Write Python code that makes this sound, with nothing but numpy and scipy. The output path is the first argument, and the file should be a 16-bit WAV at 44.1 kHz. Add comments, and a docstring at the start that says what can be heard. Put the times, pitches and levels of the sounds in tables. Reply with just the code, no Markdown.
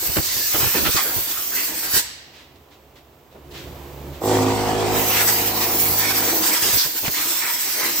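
"""An air blow gun cleans a large electric motor in a repair hall, in two long bursts and a few faint spits of air.
The jet hisses, splashes on the casing and sounds its cavities; deflected air puffs over the microphone.
During the second burst something in the air line, probably a valve, chatters. A machine hums in the hall."""
import sys
import numpy as np
from scipy import signal
from scipy.fft import rfft, irfft, next_fast_len
from scipy.io import wavfile
from scipy.ndimage import uniform_filter1d, map_coordinates

SR = 44100
rng = np.random.default_rng(int(sys.argv[2]) if len(sys.argv) > 2 else 0)


def master_out(mix):
    """Clip the mix to full scale and print it as 16-bit PCM to the path in sys.argv[1]."""
    frames = np.transpose(np.atleast_2d(mix))
    ceiling = np.clip(frames, -1, 1)
    pcm = np.round(ceiling * 32767).astype(np.int16)
    wavfile.write(sys.argv[1], SR, pcm)


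N = 352800

# the valve's strength: (s, level dB)
CHATTER = [(4.21, -26), (4.28, -20.5), (4.42, -20.5), (4.55, -21.5), (4.98, -20.5), (5.12, -28.5), (6.36, -30.5)]
VALVE_OPENS, VALVE_RESTS = 4.217, 6.36  # (s)  # fixed
# gusts over the microphone: (s, level dB, length s, flutter trim dB)
PUFFS = [(0.081, -22.5, .02, -10), (0.162, -17, 0.035, -1), (0.353, -31, 0.021, 1), (0.541, -30, 0.024, 12),
         (0.576, -26, 0.044, 3.5), (0.629, -22.5, 0.048, -1.5), (0.745, -26.5, 0.054, 7), (0.806, -22.5, 0.04, 2),
         (0.852, -21.5, 0.045, 0.5), (0.945, -19.5, 0.016, -3), (1.163, -25.5, 0.036, -3), (1.935, -24, 0.042, 3),
         (5.89, -24, 0.029, -12), (6.621, -29, 0.081, 9), (6.728, -23.5, 0.048, 0), (6.85, -27.5, 0.025, 1.5),
         (7.028, -32.5, .035, 10), (7.075, -26, 0.021, 4)]
# brief spits of air as the gun and hose are handled: (s, level dB, length s)
SPITS = [(2.327, -47, 0.13), (2.387, -55, 0.095), (2.555, -55, .02), (2.705, -52.5, 0.09), (2.953, -50, 0.063),
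         (3.31, -56, .05), (3.507, -46.5, .05), (3.535, -38.5, 0.15), (4.123, -46.5, 0.099)]
# shoes scuff the floor: (s, level dB, length s)
SCUFFS = [(2.676, -53, .026), (3.344, -43, 0.058)]
# (Hz, dB per Hz)
FIZZ = [(7000, -21), (9600, -17), (10600, -10), (12400, -0.5), (14000, -2), (15200, 4.5), (16000, -17)]
HISS = [(1500, -9), (3000, -6.5), (4400, -1.5), (5600, 0), (7000, -1.5), (8100, 1), (8900, -5), (9600, -10), (10800, -10), (14000, -12)]
SPLASH = [(300, -20), (750, -6), (1100, -.5), (1700, 0), (2500, -2.5), (3200, -4.5), (4500, -9), (9000, -28)]  # fixed
SLAP = [(30, -30), (90, -11), (170, -7), (350, -1), (600, -1), (800, 0), (1000, -4), (1250, -8), (1470, -24), (2400, -48)]  # fixed
THUMP = [(20, -26), (50, -2.5), (110, -2.5), (200, -11), (400, -10), (1500, -39)]
FLUTTER = [(80, -26), (200, -3), (400, 1.5), (700, -1), (1500, -15), (4000, -26), (10000, -41)]
CRACK = [(150, 2), (400, 2), (1200, -3), (2500, -6), (4500, -9), (7000, -19), (14000, -37)]  # fixed
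SPIT = [(500, -8), (1500, -1.5), (3500, 2), (5500, -5.5), (8000, -11.5), (9600, -21), (13000, -17), (16000, -24)]
MACHINERY = [(30, -22), (70, 4), (170, -7.5), (320, -0.5), (600, -2.5), (1000, -5), (1500, -14), (3000, -16), (8000, -30.5)]
LEAK = [(500, -20), (1500, -13), (4000, -4), (8000, -3), (9600, -18), (12000, -1), (14000, 3.5), (16000, 2.5)]
CAVITY = [(330.3, 33, 2), (503, 41, 0), (610, 740, -7.5), (986, 22, 3.5)]  # (Hz, width Hz, dB)
BUZZ = [(1, -11.5), (2, 0.5), (3, -12), (4, -5), (5, -1.5), (6, -3), (7, -4.5), (8, -6.5), (9, -1), (10, -17.5), (11, -7.5),
        (12, -8), (13, -9.5), (14, -2.5), (15, -8), (16, -8), (17, -7.5), (18, -10), (19, -15)]  # (multiple of the beat, dB)
# the hum's partials: (Hz, dB)
HUM = [(70, 0), (140, -4), (210, -19), (280, -9), (350, -7), (420, -15), (490, -16), (560, -16), (630, -18)]  # fixed
ALIKE = [(60, 0.93), (400, 0.95), (1000, 0.52), (2500, 0.35), (7000, 0.33), (15000, 0.24)]  # (Hz, left-right likeness)
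ROOM = [(100, .5), (500, .7), (1300, .7), (2000, 1.19), (3700, 1.05), (5500, 0.81), (8000, 0.52), (12000, 0.37), (16000, 0.26)]  # (Hz, t60 s)  # fixed
TOP_HZ = 15830  # fixed
VENT = [(976, 17, -3), (1760, 36, -7)]  # (Hz, width Hz, dB)
# the jet catches an edge and sings for a moment: (s, level dB, length s, centre Hz)
EDGES = [(0.187, -28.5, 0.39, 4580), (0.207, -29.5, 0.4, 5900), (0.862, -32, 0.056, 3350), (0.961, -23, 0.032, 4700), (6.768, -18, 0.1, 4800),
         (7.14, -30, .13, 3620)]
# how squarely the nozzle faces the microphone in each burst: (s, jet level dB)
FACING_FRONT = [(0.0, -33.5), (0.072, -25), (0.082, -30), (0.388, -27.5), (0.432, -28.5), (0.598, -25), (1.092, -28),
                (1.546, -32), (1.556, -26), (1.718, -34.5), (1.844, -30), (1.884, -30), (1.966, -21), (1.99, -27)]
FACING_BEHIND = [(4.26, -36.5), (4.29, -43), (4.85, -45.5), (4.98, -27), (5.31, -23.5), (5.53, -30), (5.96, -21.5),
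                 (6.05, -29), (6.54, -26), (6.59, -30), (6.64, -24), (6.85, -25), (6.89, -31.5), (7.28, -28),
                 (7.45, -30), (8.0, -27.5)]
USUAL_JET_DB, FIZZ_DB = -28, 5  # jet level at the usual facing; fizz over the jet level
HISS_FOLLOWS, SPLASH_FOLLOWS = 0.52, 0.53  # dB per dB of facing: lower sound is less beamed
# the jet sweeps over a rib or a winding: (s, length s, splash dB, hiss dB)
STRIKES = [(0.152, 0.017, -24, -29), (0.521, 0.044, -28, -46), (0.594, 0.082, -27, -29), (0.727, 0.065, -24.5, -29),
           (0.837, 0.038, -19.5, -40), (0.951, 0.05, -22, -23.5), (1.263, 0.05, -51, -27),
           (1.545, 0.089, -31.5, -35.5), (1.811, 0.077, -32.5, -51), (1.925, 0.074, -31, -18.5), (4.261, 0.18, -34, -30.5),
           (4.444, 0.75, -31, -36), (5.088, 0.084, -24, -37), (5.152, 0.061, -20.5, -23), (5.267, 0.036, -25, -19.5),
           (5.34, 0.3, -32, -42), (5.594, 0.056, -31, -28.5), (5.984, 0.13, -27, -26.5), (6.126, 0.19, -31.5, -27.5),
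           (6.418, 0.086, -26.5, -22.5), (6.518, 0.062, -26, -20), (6.61, 0.13, -33, -21), (6.94, 0.048, -34, -39), (7.037, 0.043, -27.5, -30),
           (7.128, 0.096, -31.5, -26), (7.225, 0.18, -56, -26.5), (7.407, 0.11, -30.5, -37), (7.524, 0.25, -54, -27.5),
           (7.778, 0.12, -27.5, -28)]
STRIKE_RISE_S, STRIKE_FALL_S = .02, .015  # fixed
# the jet blows straight into an opening of the motor: (s, length s, cavity dB)
OPENINGS = [(0.01, 0.049, -35.5), (1.007, 0.15, -38.5), (1.24, 0.27, -54), (1.67, 0.18, -39.5), (1.948, 0.064, -41.5), (4.292, .19, -27),
            (4.995, 0.76, -34.5), (6.173, 0.24, -29.5), (6.473, 0.054, -28), (7.148, 0.18, -39.5), (7.726, 0.35, -39)]
OPENING_RISE_S, OPENING_FALL_S = 0.027, 0.052
CAVITY_DB = -18  # elsewhere the cavities sound this far under the splash  # fixed
# the valve starts slowly, beats steadily, then sags a little: (s, beats a second)
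BEAT = [(4.216, 49.3), (4.26, 52.9), (4.36, 53.4), (4.42, 52.65), (4.75, 52.65), (4.85, 52.1), (5.1, 52.4), (5.7, 52), (6.3, 52.3)]  # fixed
# its knocks stand out at first and sink into the buzz later: (s, level dB)
KNOCK_LEVEL = [(4.216, -34), (4.25, -26.5), (4.275, -25.5), (4.43, -27), (4.55, -32), (4.92, -33), (5.12, -42), (6.36, -45)]  # fixed
KNOCK = [(150, 0), (1150, 0), (1350, -7), (1500, -16), (1800, -34), (3000, -70)]  # a dull knock: (Hz, dB per Hz)  # fixed
KNOCK_RING = [(370, 130, 3), (720, 220, 0), (1080, 350, -4)]  # the valve body: (Hz, width Hz, dB)  # fixed
KNOCK_JITTER_S = .0002  # fixed
KNOCK_TRAIL_S, KNOCK_FRONT_HZ = .004, 1200  # a knock's bass trails behind its front  # fixed
KNOCK_SCATTER_DB, REBOUND, REBOUND_S = 1.2, .35, .006  # beat to beat; strength and delay of the rebound  # fixed
GUST_DB = -4  # the air that escapes with each beat  # fixed
# the jet crosses a slot between windings or fins: (s, length s, level dB, centre Hz)
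SLOTS = [(0.602, 0.21, -36, 2400), (1.042, 0.11, -37.5, 1580), (1.544, .1, -37.5, 1660), (6.527, 0.04, -29, 2420),
         (7.14, 0.069, -33.5, 2100), (7.41, .1, -31, 2370)]
SLOT_WIDTH_HZ = 560  # fixed
# a machine in the hall runs up
RUN_UP_AT = 3.29  # fixed
SPUTTER_DB, SPUTTERS_PER_S = 0.5, 98  # a gust is lumpy
# the trigger is held: (opens s, closes s, time to open fully s)
TRIGGER = [(-1, 1.997, .03), (4.205, 9, .06)]  # fixed
# each burst at the usual facing: (hiss dB, splash dB)
BURST_LEVELS = [(-27.5, -38.5), (-28, -35.5)]
MURMUR_IDLE_DB, MURMUR_RUNNING_DB, MURMUR_RISE_S = -52, -41, 0.47
LEAK_OPENS = 3.5  # (s)  # fixed
LEAK_IDLE_DB, LEAK_RUNNING_DB = -58.5, -53.5  # a thin leak grows with the machine
LEAK_DB = -52  # and widens when the hose is moved
GLANCE = 0.63  # strength of the casing's reflections beside the direct hiss
HUM_JITTER = .4  # phase unrest of its lowest partial (radians)  # fixed
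RUMBLE_SWAY_DB, HUM_SWAY_DB = 3.5, 1.6  # both waver in level  # fixed
# the jet points past the motor and rushes less: (s, length s, splash dB, hiss dB)
LULLS = [(0.335, 0.14, -5, 1.5), (0.893, 0.048, -6, 5), (1.027, 0.51, 0, -2), (6.869, 0.083, -16, -3), (6.99, 0.025, -12, -4),
         (7.09, .03, -12, 0.5), (7.56, 0.12, -1.5, -.5)]
PUFF_RISE_S, PUFF_FALL_S = .003, .009  # fixed
CLOSE_S = .012  # the trigger valve shuts  # fixed
# the hardest gusts crack as they hit: (s, level dB)
CRACKS = [(0.168, -17), (0.184, -21.5), (0.545, -21), (0.641, -24), (0.751, -22), (0.768, -25), (0.862, -21), (7.079, -21.5)]
CRACK_S = .004  # fixed
# the jet crosses a small hole, which hoots or whistles: (s, level dB, length s, first Hz, last Hz)
HOOTS = [(0.168, -27, 0.022, 380, 286), (0.413, -41, .07, 1720, 1760), (0.542, -29, 0.016, 383, 302), (0.657, -37, .045, 1740, 1730),
         (0.752, -25, 0.0287, 515, 279), (0.827, -33, 0.018, 200.5, 330), (0.953, -34, 0.012, 169, 219)]
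HOOT_WIDTH_HZ = 64
BODY = [(200, -4.5), (320, 2.5), (600, -5), (900, -3.5), (1800, -17), (4000, -50)]  # the jet's low rush: (Hz, dB per Hz)
BODY_DB = -46.5
HOLLOW_WANDER, WANDERS_PER_S = .03, 8  # share by which the hollows' pitch shifts with the nozzle  # fixed
# the hum swells and sways as the machine runs up: (s, level dB)
HUM_LEVEL = [(3.3, -57), (3.46, -44), (3.67, -37.5), (3.82, -42), (3.98, -37), (4.12, -35.5), (4.19, -42), (4.3, -39)]  # fixed
PIPE, PIPE_DB = [(748, 20, 0)], -14  # the air line rings with each beat: (Hz, width Hz, dB); its level
BUZZ_JITTER = .075  # phase unrest per multiple (radians)  # fixed


def amp(db):
    """Decibels to gain."""
    return 10 ** (np.asarray(db) / 20)


def unit(x):
    """Scale to rms 1."""
    return x / np.sqrt(np.mean(x ** 2) + 1e-20)


def clock():
    """The time of every sample."""
    return np.arange(N) / SR


def along(points, hz):
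    """Read (Hz, value) points on a log axis."""
    f, v = np.transpose(points)
    return np.interp(np.log(hz + 1), np.log(f + 1), v)


def curves(rows):
    """One value per sample for each column after the time."""
    s, *cols = np.transpose(rows)
    return [np.interp(clock(), s, c) for c in cols]


def gate(start, end, rise, fall):
    """Open from start to end, with soft edges."""
    return np.clip((clock() - start) / rise, 0, 1) * np.exp(-np.maximum(clock() - end, 0) / fall)


def swell(start, length):
    """A quick rise to 1 and a slower fall."""
    u = np.maximum(clock() - start, 0) / max(length / 4, .002)
    return u * np.exp(1 - u)


def wobble(rate):
    """A smooth random curve, rate knots a second."""
    knots = rng.standard_normal(int(N * rate / SR) + 4)
    coarse = clock()[::64]  # fixed
    return np.interp(clock(), coarse, map_coordinates(knots, [coarse * rate]))


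def filtered(x, response):
    """x times a response of frequency."""
    m = next_fast_len(N + SR // 4, True)
    return irfft(rfft(x, m) * response(np.fft.rfftfreq(m, 1 / SR)), m)[..., :N]


def colour(points):
    """The response of a spectrum, falling away below its first point."""
    return lambda hz: amp(along(points, hz)) * np.minimum(hz / points[0][0], 1) ** 2


def eddies(patchy_db):
    """Two white noises whose strength drifts in patches of time and pitch."""
    z = signal.stft(rng.standard_normal((2, N)), nperseg=512)[2]
    field = rng.standard_normal(z.shape[1:])
    field = uniform_filter1d(uniform_filter1d(field, size=6, axis=0), size=18, axis=1)
    return signal.istft(z * amp(patchy_db * unit(field)), nperseg=512)[1][:, :N]


def at_ports(pair, response, lead_ms=0):
    """Colour two signals and share them between the microphone ports; the left one may lead."""
    turn = lambda hz: np.arccos(np.clip(along(ALIKE, hz), -1, 1)) / 2
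    mid, side = filtered(pair, lambda hz: response(hz) * np.array([np.cos(turn(hz)), np.sin(turn(hz))]))
    left = filtered(mid + side, lambda hz: np.exp(2j * np.pi * hz * lead_ms / 1000)) if lead_ms else mid + side  # fixed
    return unit(np.array([left, mid - side]))


def rush(spectrum):
    """Smooth stereo noise of rms 1."""
    return at_ports(rng.standard_normal((2, N)), colour(spectrum))




def blow_gun(fizz_gain, hiss_gain, splash_gain):
    """Nozzle fizz and jet hiss; where the jet strikes, it splashes."""
    unrest = wobble(40)  # the jet flicks over edges and windings
    fizz = fizz_gain * amp(1.13 * unrest) * at_ports(eddies(patchy_db=2.0), colour(FIZZ), lead_ms=0.044)
    hiss = hiss_gain * amp(1.0 * unrest) * at_ports(eddies(patchy_db=1.9), colour(HISS), lead_ms=0.039)
    splash = splash_gain * amp(0.23 * unrest + 0.77 * wobble(45)) * at_ports(eddies(patchy_db=2.5), colour(SPLASH), lead_ms=0.038)
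    return fizz + hiss + splash + edges()


def valve():
    """Each beat knocks sharply, rebounds and lets out a slap of air; the steady beating builds up a buzz in the hall."""
    level_db, = curves(CHATTER)
    beat_hz, = curves(BEAT)
    knock_db, = curves(KNOCK_LEVEL)
    turns = np.cumsum(beat_hz * (clock() > VALVE_OPENS)) / SR
    uneven = turns + (turns > .5) * beat_hz * KNOCK_JITTER_S * wobble(50)
    beats = np.diff(np.ceil(uneven), prepend=0) * amp(KNOCK_SCATTER_DB * wobble(50))
    beats = beats + REBOUND * np.roll(beats, round(REBOUND_S * SR))
    trailing = lambda hz: np.exp(-2j * np.pi * KNOCK_TRAIL_S * (hz - hz ** 2 / (2 * KNOCK_FRONT_HZ)))
    knocks = amp(knock_db) * unit(filtered(beats, lambda hz: colour(KNOCK)(hz) * resonances(KNOCK_RING)(hz) * trailing(hz)))
    escaping = (np.exp(-(turns % 1) / beat_hz / 0.01) + 0.17) * rng.standard_normal((2, N))
    gusts, ring = at_ports(escaping, colour(SLAP)), at_ports(escaping, resonances(PIPE))
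    buzz = np.zeros((2, N))
    for k, db in BUZZ:
        phase = rng.uniform(0, 2 * np.pi) + rng.normal(0, 0.11, (2, 1)) + BUZZ_JITTER * k * wobble(22)
        buzz += amp(db + 2.7 * wobble(7)) * np.sin(2 * np.pi * k * turns + phase)
    slaps = amp(level_db) * (amp(GUST_DB) * gusts + amp(PIPE_DB) * ring)
    buzz = buzz / np.std(buzz[:, clock() > VALVE_OPENS])
    buzzing = amp(level_db - 3.0) * gate(VALVE_OPENS, 6.28, 0.039, 0.11) * buzz
    return gate(VALVE_OPENS - .002, VALVE_RESTS, 0.0011, 0.082) * (knocks + slaps) + buzzing


def puffs():
    """Deflected air thumps and flutters at each port separately; the hardest gusts crack."""
    thump = sum(amp(db) * held(s, length, PUFF_RISE_S, PUFF_FALL_S) for s, db, length, flutter_db in PUFFS)
    flutter = sum(amp(db + flutter_db) * held(s, length, PUFF_RISE_S, PUFF_FALL_S) for s, db, length, flutter_db in PUFFS)
    draught = amp(-46.5) * gate(-1, 1.17, .01, 0.11)
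    buffet = unit(filtered(rng.standard_normal((2, N)), colour(THUMP)))
    sputter = amp(SPUTTER_DB * wobble(SPUTTERS_PER_S))
    cracks = sum(amp(db) * swell(s, CRACK_S) for s, db in CRACKS) * rush(CRACK)
    return sputter * ((amp(-7.5) * thump + draught) * buffet + amp(-13.0) * flutter * rush(FLUTTER)) + cracks


def handling():
    """Small spits of air and scuffing shoes between the bursts."""
    spits = sum(amp(db) * swell(s, length) for s, db, length in SPITS)
    scuffs = sum(amp(db) * swell(s, length) for s, db, length in SCUFFS)
    return spits * rush(SPIT) + scuffs * rush(FLUTTER)


def hall():
    """An electrical hum and distant machinery swell before the second burst; a thin leak of air sets in."""
    hum_db, = curves(HUM_LEVEL)
    machinery_db = run_up(MURMUR_IDLE_DB, MURMUR_RUNNING_DB, MURMUR_RISE_S)
    hum = np.zeros((2, N))
    for hz, db in HUM:
        phase = rng.uniform(0, 2 * np.pi) + rng.normal(0, 0.14, (2, 1)) + HUM_JITTER * np.sqrt(hz / HUM[0][0]) * wobble(18)
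        hum += amp(db + HUM_SWAY_DB * wobble(10.0)) * np.sin(2 * np.pi * hz * clock() + phase)
    rumble = amp(hum_db - 6.0 + RUMBLE_SWAY_DB * wobble(14)) * rush(THUMP)
    machinery = amp(machinery_db) * rush(MACHINERY)
    leak = (amp(run_up(LEAK_IDLE_DB, LEAK_RUNNING_DB, MURMUR_RISE_S)) + amp(LEAK_DB) * gate(LEAK_OPENS, 5.4, 0.011, .1)) * rush(LEAK)
    fade = amp(np.interp(clock(), [4.3, 6.9], [0, -20]))
    return fade * (amp(hum_db - 0.5) * unit(hum) + rumble + machinery + leak)


def reverb(x):
    """The hall's answer, new for each place of the nozzle: the middle range rings longest."""
    wet, step = np.zeros((2, N + 2 * SR)), SR // 4  # fixed
    for start in range(0, N, step):
        hz, t, z = signal.stft(rng.standard_normal((2, SR)), SR, nperseg=256)
        tail = signal.istft(z * amp(-60 * t / along(ROOM, hz)[:, None]), SR, nperseg=256)[1]
        answer = signal.fftconvolve(x[:, start:start + step], tail / np.linalg.norm(tail[0]), axes=1)
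        wet[:, start:start + answer.shape[1]] += answer
    return wet[:, :N]


def resonances(modes):
    """The response of a hollow with these modes."""
    return lambda f: sum((-1) ** k * amp(db) * 1j * f * w / (c * c - f * f + 1j * f * w) for k, (c, w, db) in enumerate(modes)) / (1 + (f / 1500) ** 2)


def edges():
    """Each edge gives a hiss about an octave wide."""
    band = lambda hz: rush([(hz / 8, -45), (hz / 1.6, -14), (hz, 0), (hz * 1.5, -14), (hz * 3, -35)])  # fixed
    return sum(amp(db) * swell(s, length) * band(hz) for s, db, length, hz in EDGES)


def held(start, length, rise, fall):
    """A soft-edged hold of the given length."""
    return gate(start, start + length, rise, fall)


def jet_levels():
    """Strength of fizz, hiss and splash: the nozzle's facing sets all three, and strikes add hiss and splash."""
    fizz = hiss = splash = 0
    for (opens, closes, rise), (hiss_db, splash_db), facing in zip(TRIGGER, BURST_LEVELS, (FACING_FRONT, FACING_BEHIND)):
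        jet_db, = curves(facing)
        trigger = gate(opens, closes, rise, CLOSE_S)
        fizz = fizz + trigger * amp(jet_db + FIZZ_DB)
        hiss = hiss + trigger * amp(hiss_db + HISS_FOLLOWS * (jet_db - USUAL_JET_DB))
        splash = splash + trigger * amp(splash_db + SPLASH_FOLLOWS * (jet_db - USUAL_JET_DB))
    hiss_power, splash_power = hiss ** 2, splash ** 2
    for s, length, splash_db, hiss_db in STRIKES:
        contact = held(s, length, STRIKE_RISE_S, STRIKE_FALL_S) ** 2
        hiss_power = hiss_power + contact * amp(hiss_db) ** 2
        splash_power = splash_power + contact * amp(splash_db) ** 2
    for s, length, splash_db, hiss_db in LULLS:
        away = held(s, length, STRIKE_RISE_S, STRIKE_FALL_S)
        hiss_power = hiss_power * amp(hiss_db * away) ** 2
        splash_power = splash_power * amp(splash_db * away) ** 2
    return fizz, np.sqrt(hiss_power), np.sqrt(splash_power)


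def run_up(idle_db, running_db, seconds):
    """A level in dB that climbs from idle to running."""
    return idle_db + (running_db - idle_db) * np.clip((clock() - RUN_UP_AT) / seconds, 0, 1)


def glance(pair):
    """Reflections off the casing carve fine ripples, different at each port, that shift as the nozzle moves."""
    z = signal.stft(pair, nperseg=1024)[2]
    field = rng.standard_normal((2,) + z.shape)
    real, imaginary = uniform_filter1d(uniform_filter1d(field, size=3, axis=2), size=14, axis=3)
    ripple = 1 + GLANCE * (unit(real) + 1j * unit(imaginary)) / np.sqrt(2)
    return signal.istft(z * ripple, nperseg=1024)[1][:, :N] / np.hypot(1, GLANCE)


def wander(pair):
    """Let the pitch of a resonance drift as the nozzle moves."""
    bent = clock() + np.cumsum(HOLLOW_WANDER * wobble(WANDERS_PER_S)) / SR
    return np.array([np.interp(bent, clock(), x, period=None) for x in pair])


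def hollows(splash_gain):
    """The motor's cavities sound under the jet, over a low rush."""
    blown_in = sum(amp(db) * held(s, length, OPENING_RISE_S, OPENING_FALL_S) for s, length, db in OPENINGS)
    cavity_gain = np.hypot(blown_in, amp(CAVITY_DB) * splash_gain)
    cavity = cavity_gain * amp(1.5 * wobble(26)) * wander(at_ports(eddies(patchy_db=3.5), resonances(CAVITY)))
    far_end = gate(5.7, 9, 0.34, .1)  # at the far end the jet blows across another opening
    vent = far_end * splash_gain * amp(-12.0 + 2.4 * wobble(19)) * wander(at_ports(rng.standard_normal((2, N)), resonances(VENT)))
    blowing = sum(gate(opens, closes, rise, CLOSE_S) for opens, closes, rise in TRIGGER)
    return cavity + vent + blowing * amp(BODY_DB + 3.3 * wobble(30)) * rush(BODY)


def hoots():
    """Narrow noise that glides as the jet passes over a hole."""
    out = np.zeros(N)
    for s, db, length, first_hz, last_hz in HOOTS:
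        phase = 2 * np.pi * np.cumsum(np.interp(clock(), [s, s + length], [first_hz, last_hz])) / SR
        out += amp(db) * held(s, length, PUFF_RISE_S, PUFF_FALL_S) * np.sin(phase + wobble(HOOT_WIDTH_HZ))
    return out * amp(1.8 * wobble(HOOT_WIDTH_HZ))


def slots():
    """The jet blows across a narrow slot, which rings with a breathy pitch."""
    band = lambda hz: at_ports(rng.standard_normal((2, N)), lambda f: resonances([(hz, SLOT_WIDTH_HZ, 0)])(f) ** 2)
    return wander(sum(amp(db) * held(s, length, STRIKE_RISE_S, STRIKE_FALL_S) * band(hz) for s, length, db, hz in SLOTS))


def scene():
    """All sources in the hall, a little to the right; only the direct hiss is rippled by the casing."""
    fizz_gain, hiss_gain, splash_gain = jet_levels()
    jet = blow_gun(fizz_gain, hiss_gain, splash_gain)
    others = hollows(splash_gain) + slots() + valve() + handling()
    near = glance(jet) + others + puffs() + hoots()
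    return (near + amp(-10.5) * reverb(jet + others)) * amp([[-.9], [.9]]) + hall() * amp([[-1.4], [1.4]])


def record(dry):
    """The phone keeps nothing above its band limit."""
    return filtered(dry, lambda hz: hz < TOP_HZ)


dry = scene()
out = record(dry)
master_out(out)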